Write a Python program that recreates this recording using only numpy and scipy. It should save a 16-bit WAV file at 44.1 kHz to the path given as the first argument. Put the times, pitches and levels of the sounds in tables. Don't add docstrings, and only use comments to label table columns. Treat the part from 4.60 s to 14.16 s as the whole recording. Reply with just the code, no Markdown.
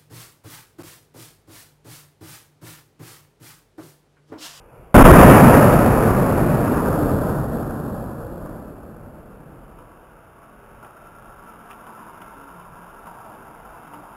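import sys
import numpy as np
from scipy import signal
from scipy.fft import rfft, irfft, next_fast_len
from scipy.io import wavfile
from scipy.ndimage import uniform_filter1d, map_coordinates

SR = 44100
rng = np.random.default_rng(int(sys.argv[2]) if len(sys.argv) > 2 else 0)


def log_audio(samples):
    frames = np.atleast_2d(samples).T
    limited = np.clip(frames, -1, 1)
    pcm = np.round(limited * 32767).astype(np.int16)
    wavfile.write(sys.argv[1], SR, pcm)


N = 421596
T = np.arange(N) / SR
BLAST_S = 0.3431


def amp(db):
    return 10 ** (np.asarray(db) / 20)


def unit(x):
    return x / np.sqrt(np.mean(x ** 2) + 1e-20)


def along(points, hz):
    freqs, values = np.transpose(points)
    return np.interp(np.log(hz + 1), np.log(freqs + 1), values)


def wobble(rate_hz):
    return map_coordinates(rng.standard_normal(int(N * rate_hz / SR) + 4), [T * rate_hz])


def hump(start_s, length_s):
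    return np.sqrt(np.abs(np.sin(np.pi * np.clip((T - start_s) / length_s, 0, 1))))


def filtered(x, response):
    size = next_fast_len(len(x) + SR // 2)
    return irfft(rfft(x, size) * response(np.fft.rfftfreq(size, 1 / SR)), size)[:len(x)]


def coloured(x, eq):
    return unit(filtered(x, lambda hz: amp(along(eq, hz))))


def low_pass(x, edge_hz):
    return filtered(x, lambda hz: (1 - np.tanh((hz - edge_hz) / 70)) / 2)


def saturate(x, top, hardness):
    return x / (1 + np.abs(x / top) ** hardness) ** (1 / hardness)


def crackle(per_s, spread_db, share):
    clicks = (rng.random(N) < per_s / SR) * rng.choice([-1, 1], N)
    sizes = amp(spread_db * np.clip(rng.standard_normal(N), -2, 2))
    return np.sqrt(share) * unit(clicks * sizes) + np.sqrt(1 - share) * rng.standard_normal(N)


def patchy(x, depth_db):
    spectra = signal.stft(x, nperseg=2048)[2]
    patches = uniform_filter1d(rng.standard_normal(spectra.shape), size=2, axis=0)
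    patches = uniform_filter1d(patches, size=9, axis=1)
    return signal.istft(spectra * amp(depth_db * unit(patches)), nperseg=2048)[1][:N]


def houses(x, wet_db):
    # freq_hz, t60_s
    walls = [(100, 0.59), (1000, 0.68), (4000, 0.62)]
    hz, t, spectra = signal.stft(rng.standard_normal(SR // 2), SR, nperseg=256)
    decay = amp(-60 * t / along(walls, hz)[:, None])
    tail = signal.istft(spectra * decay, SR, nperseg=256)[1]
    return x + amp(wet_db) * signal.fftconvolve(x, tail / np.linalg.norm(tail))[:len(x)]


def street():
    # freq_hz, gain_db
    air_eq = [(15, -15), (28, -1.5), (50, -3), (75, -11), (130, -4.5), (250, -17.5), (340, -12.5),
              (410, -13), (510, -9), (620, -10.5), (900, -18), (1300, -18), (1900, -31), (2700, -30.5),
              (3900, -54)]
    level_db = np.interp(T, [0.3, 5, 7], [-47, -48.5, -50.5]) + 0.6 * wobble(5)
    return amp(level_db) * coloured(patchy(rng.standard_normal(N), depth_db=2.0), air_eq)


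def shock():
    slap_eq = [(100, -15), (350, -0.5), (600, 7.0), (1300, -3.5), (2400, -31), (3900, -35)]
    age_s = np.maximum(T - BLAST_S, 0)
    slap = coloured(rng.standard_normal(N), slap_eq)
    return (T > BLAST_S) * amp(-5.0 - 60 * age_s / 0.28) * slap


def fading(level_db, hold_s, fade_db_per_s):
    return amp(level_db - fade_db_per_s * np.maximum(T - BLAST_S - hold_s, 0))


def blast_envelope(echo, flame):
    return np.hypot(fading(*echo), fading(*flame))


def explosion():
    # freq_hz, gain_db
    rumble_eq = [(24, -47), (40, -6), (91, -1), (144, 2), (189, -1.5), (226, 0), (301, -2.5), (359, -5),
                 (397, -7), (427, -5), (461, -5.5), (578, -7.5), (800, -16), (1040, -35), (1760, -120)]
    # freq_hz, gain_db
    roar_eq = [(350, -16), (600, 0.5), (800, -2), (1000, -2.5), (1300, -3), (1650, -10.5), (1850, -19),
               (2100, -41), (2600, -67)]
    # freq_hz, gain_db
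    tearing_eq = [(1200, -17), (1800, 8.5), (2100, 2.5), (2550, 2), (3000, -6.5), (3400, -22),
                  (3900, -13.5)]
    push_eq = [(12, -39), (28, -7.5), (55, -12), (130, -24.5), (400, -71)]
    burn_out_s, dying_s = 5.8, 0.78
    churn = amp(0.53 * wobble(22.07))
    rumble = coloured(patchy(rng.standard_normal(N), depth_db=1.8), rumble_eq)
    rumble *= blast_envelope(echo=(-4.2, 0.34, 18.9), flame=(-18.5, 2.11, 11.4))
    roar = coloured(patchy(crackle(per_s=600, spread_db=3.5, share=0.31), depth_db=1.5), roar_eq)
    roar *= blast_envelope(echo=(-8.5, 0.26, 19.4), flame=(-26.5, 1.88, 10.77))
    tearing = coloured(crackle(per_s=370, spread_db=3.5, share=0.35), tearing_eq)
    tearing *= blast_envelope(echo=(-22, 0.41, 24), flame=(-41, 1.74, 21))
    push = coloured(rng.standard_normal(N), push_eq)
    push *= blast_envelope(echo=(-13, 0.03, 22), flame=(-34.5, 1.8, 6.9))
    attack = np.clip((T - BLAST_S) / 0.0013, 0, 1)
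    burning = np.clip((burn_out_s - T) / dying_s, 0, 1)
    return attack * burning * (churn * (rumble + roar + tearing) + push)


def surges():
    # start_s, length_s
    pulls = [(0.368, 0.0069), (.427, 0.016), (0.518, 0.0066)]
    return -2.54 * sum(hump(start_s, length_s) for start_s, length_s in pulls)


def splashes():
    # start_s, level_db, bubble_hz
    impacts = [(2.096, -28, 1340), (3.858, -29, 292), (5.187, -39, 985), (6.228, -34, 1350),
               (6.247, -37.5, 796), (6.359, -39, 1327), (6.693, -35, 1345), (7.104, -38, 1190),
               (7.267, -33, 1005), (7.373, -36.5, 1027), (7.465, -35.5, 1023), (7.617, -34, 1356),
               (8.469, -31.5, 950), (8.602, -33.5, 1336), (9.058, -41.5, 765), (9.335, -33, 920)]
    thump_eq = [(80, -18), (220, 3.0), (500, 8.0), (900, -31.5)]
    splat_eq = [(350, -15), (700, -4.5), (1300, 0.0), (1900, -22), (3000, -55)]
    out, t = np.zeros(N + SR), np.arange(SR // 2) / SR
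    attack = 1 - np.exp(-t / 0.0013)
    for start_s, level_db, bubble_hz in impacts:
        thump = amp(-19 - 60 * t / 0.1) * coloured(rng.standard_normal(len(t)), thump_eq)
        splat = amp(-4 - 60 * t / 0.068) * coloured(rng.standard_normal(len(t)), splat_eq)
        bubble = amp(-3.5 - 60 * t / 0.11) * np.sin(2 * np.pi * bubble_hz * t)
        plop = amp(-2 - 60 * t / 0.012) * np.sin(2 * np.pi * 1050 * t)
        splash = attack * (thump + splat + bubble + plop)
        out[round(start_s * SR):][:len(t)] += amp(level_db) * houses(splash, wet_db=-1)
    return out[:N]


def spray():
    # freq_hz, gain_db
    patter_eq = [(80, -37), (160, -1.5), (280, -2), (340, -3.5), (450, -4), (600, -9), (760, -5.5),
                 (950, -2.5), (1250, -2.5), (1500, -6.5), (1900, -19.5), (2700, -20), (3100, -26.5),
                 (3900, -30.5)]
    start_s, build_s = 4.26, 2.72
    level_db = np.interp(T, [start_s, start_s + build_s], [-56.5, -45.5]) + 0.13 * wobble(31)
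    fade_in = np.clip((T - start_s) / 0.43, 0, 1)
    drops = patchy(crackle(per_s=260, spread_db=4.0, share=0.46), depth_db=1.5)
    return amp(level_db) * fade_in * coloured(houses(drops, wet_db=2), patter_eq)


def spits():
    # start_s, level_db, sizzle_t60_s
    bits = [(5.187, -58, .12), (6.247, -49, .07), (7.104, -45, .025), (7.11, -39, .06), (7.131, -46, .035),
            (7.267, -51, .07), (7.617, -47, 0.15), (8.469, -51, .08), (9.336, -49, .14)]
    hiss_eq = [(500, -9), (1400, 5), (2100, 6), (2800, 11), (3900, -8)]
    out, t = np.zeros(N + SR), np.arange(SR // 2) / SR
    sting = amp(-1.5 - 60 * t / 0.01)
    for start_s, level_db, sizzle_t60_s in bits:
        sizzle = amp(-2.5 - 60 * t / sizzle_t60_s)
        hiss = coloured(rng.standard_normal(len(t)), hiss_eq)
        out[round(start_s * SR):][:len(t)] += amp(level_db) * (sting + sizzle) * hiss
    return out[:N]


def froth():
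    # pitch_hz, scatter_share, t60_s, start_s, level_db
    sizes = [(1357, 0.0233, 0.32, 6.0, -54.5), (972, 0.072, 0.12, 6.9, -51.5), (752, 0.093, 0.1, 7.9, -53)]
    count, build_s = 500, 0.47
    out, t = np.zeros(N), np.arange(SR // 10) / SR
    attack = 1 - np.exp(-t / 0.004)
    for pitch_hz, scatter_share, t60_s, start_s, level_db in sizes:
        onsets_s = rng.uniform(start_s, N / SR, size=(count, 1))
        detune, strength = rng.standard_normal(size=(2, count, 1))
        envelopes = attack * amp(2 * np.clip(strength, -2, 2) - 60 * t / t60_s)
        rings = envelopes * np.sin(2 * np.pi * pitch_hz * (1 + scatter_share * detune) * t)
        places = (onsets_s * SR).astype(int) + np.arange(len(t))
        chorus = np.bincount(places.ravel(), rings.ravel(), N)[:N]
        fade_in = np.clip((T - start_s) / build_s, 0, 1)
        out += amp(level_db) * fade_in * chorus / np.std(chorus[T > start_s])
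    return out


def hums():
    # start_s, length_s, pitch_hz, level_db
    tones = [(6.14, 0.15, 116, -48), (7.74, 0.2, 278, -49.5), (7.866, 0.44, 174, -47),
             (8.447, 0.092, 173, -48.5), (9.287, 0.18, 292, -45)]
    out = np.zeros(N)
    for start_s, length_s, pitch_hz, level_db in tones:
        swell = amp(level_db + 1.4 * wobble(18)) * hump(start_s, length_s)
        wavering_hz = pitch_hz * (1 + 0.0116 * wobble(14))
        out += swell * np.sin(2 * np.pi * np.cumsum(wavering_hz) / SR)
    return out


def scene():
    blast = shock() + explosion() + surges()
    fallout = spray() + froth() + splashes() + spits()
    return (blast + fallout + hums() + street())[None]


def record(dry):
    low_cut_hz, hold_hz = 16, 11997.4
    pinned = saturate(dry[0], top=1.2, hardness=4)
    centred = signal.sosfilt(signal.butter(2, low_cut_hz, "high", fs=SR, output="sos"), pinned)
    clipped = saturate(centred, top=0.99, hardness=13)
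    dulled = low_pass(clipped, edge_hz=3900)
    held = np.interp(np.floor(T * hold_hz) / hold_hz, T, dulled)
    return low_pass(held, edge_hz=15800)[None]


dry = scene()
out = record(dry)
log_audio(out)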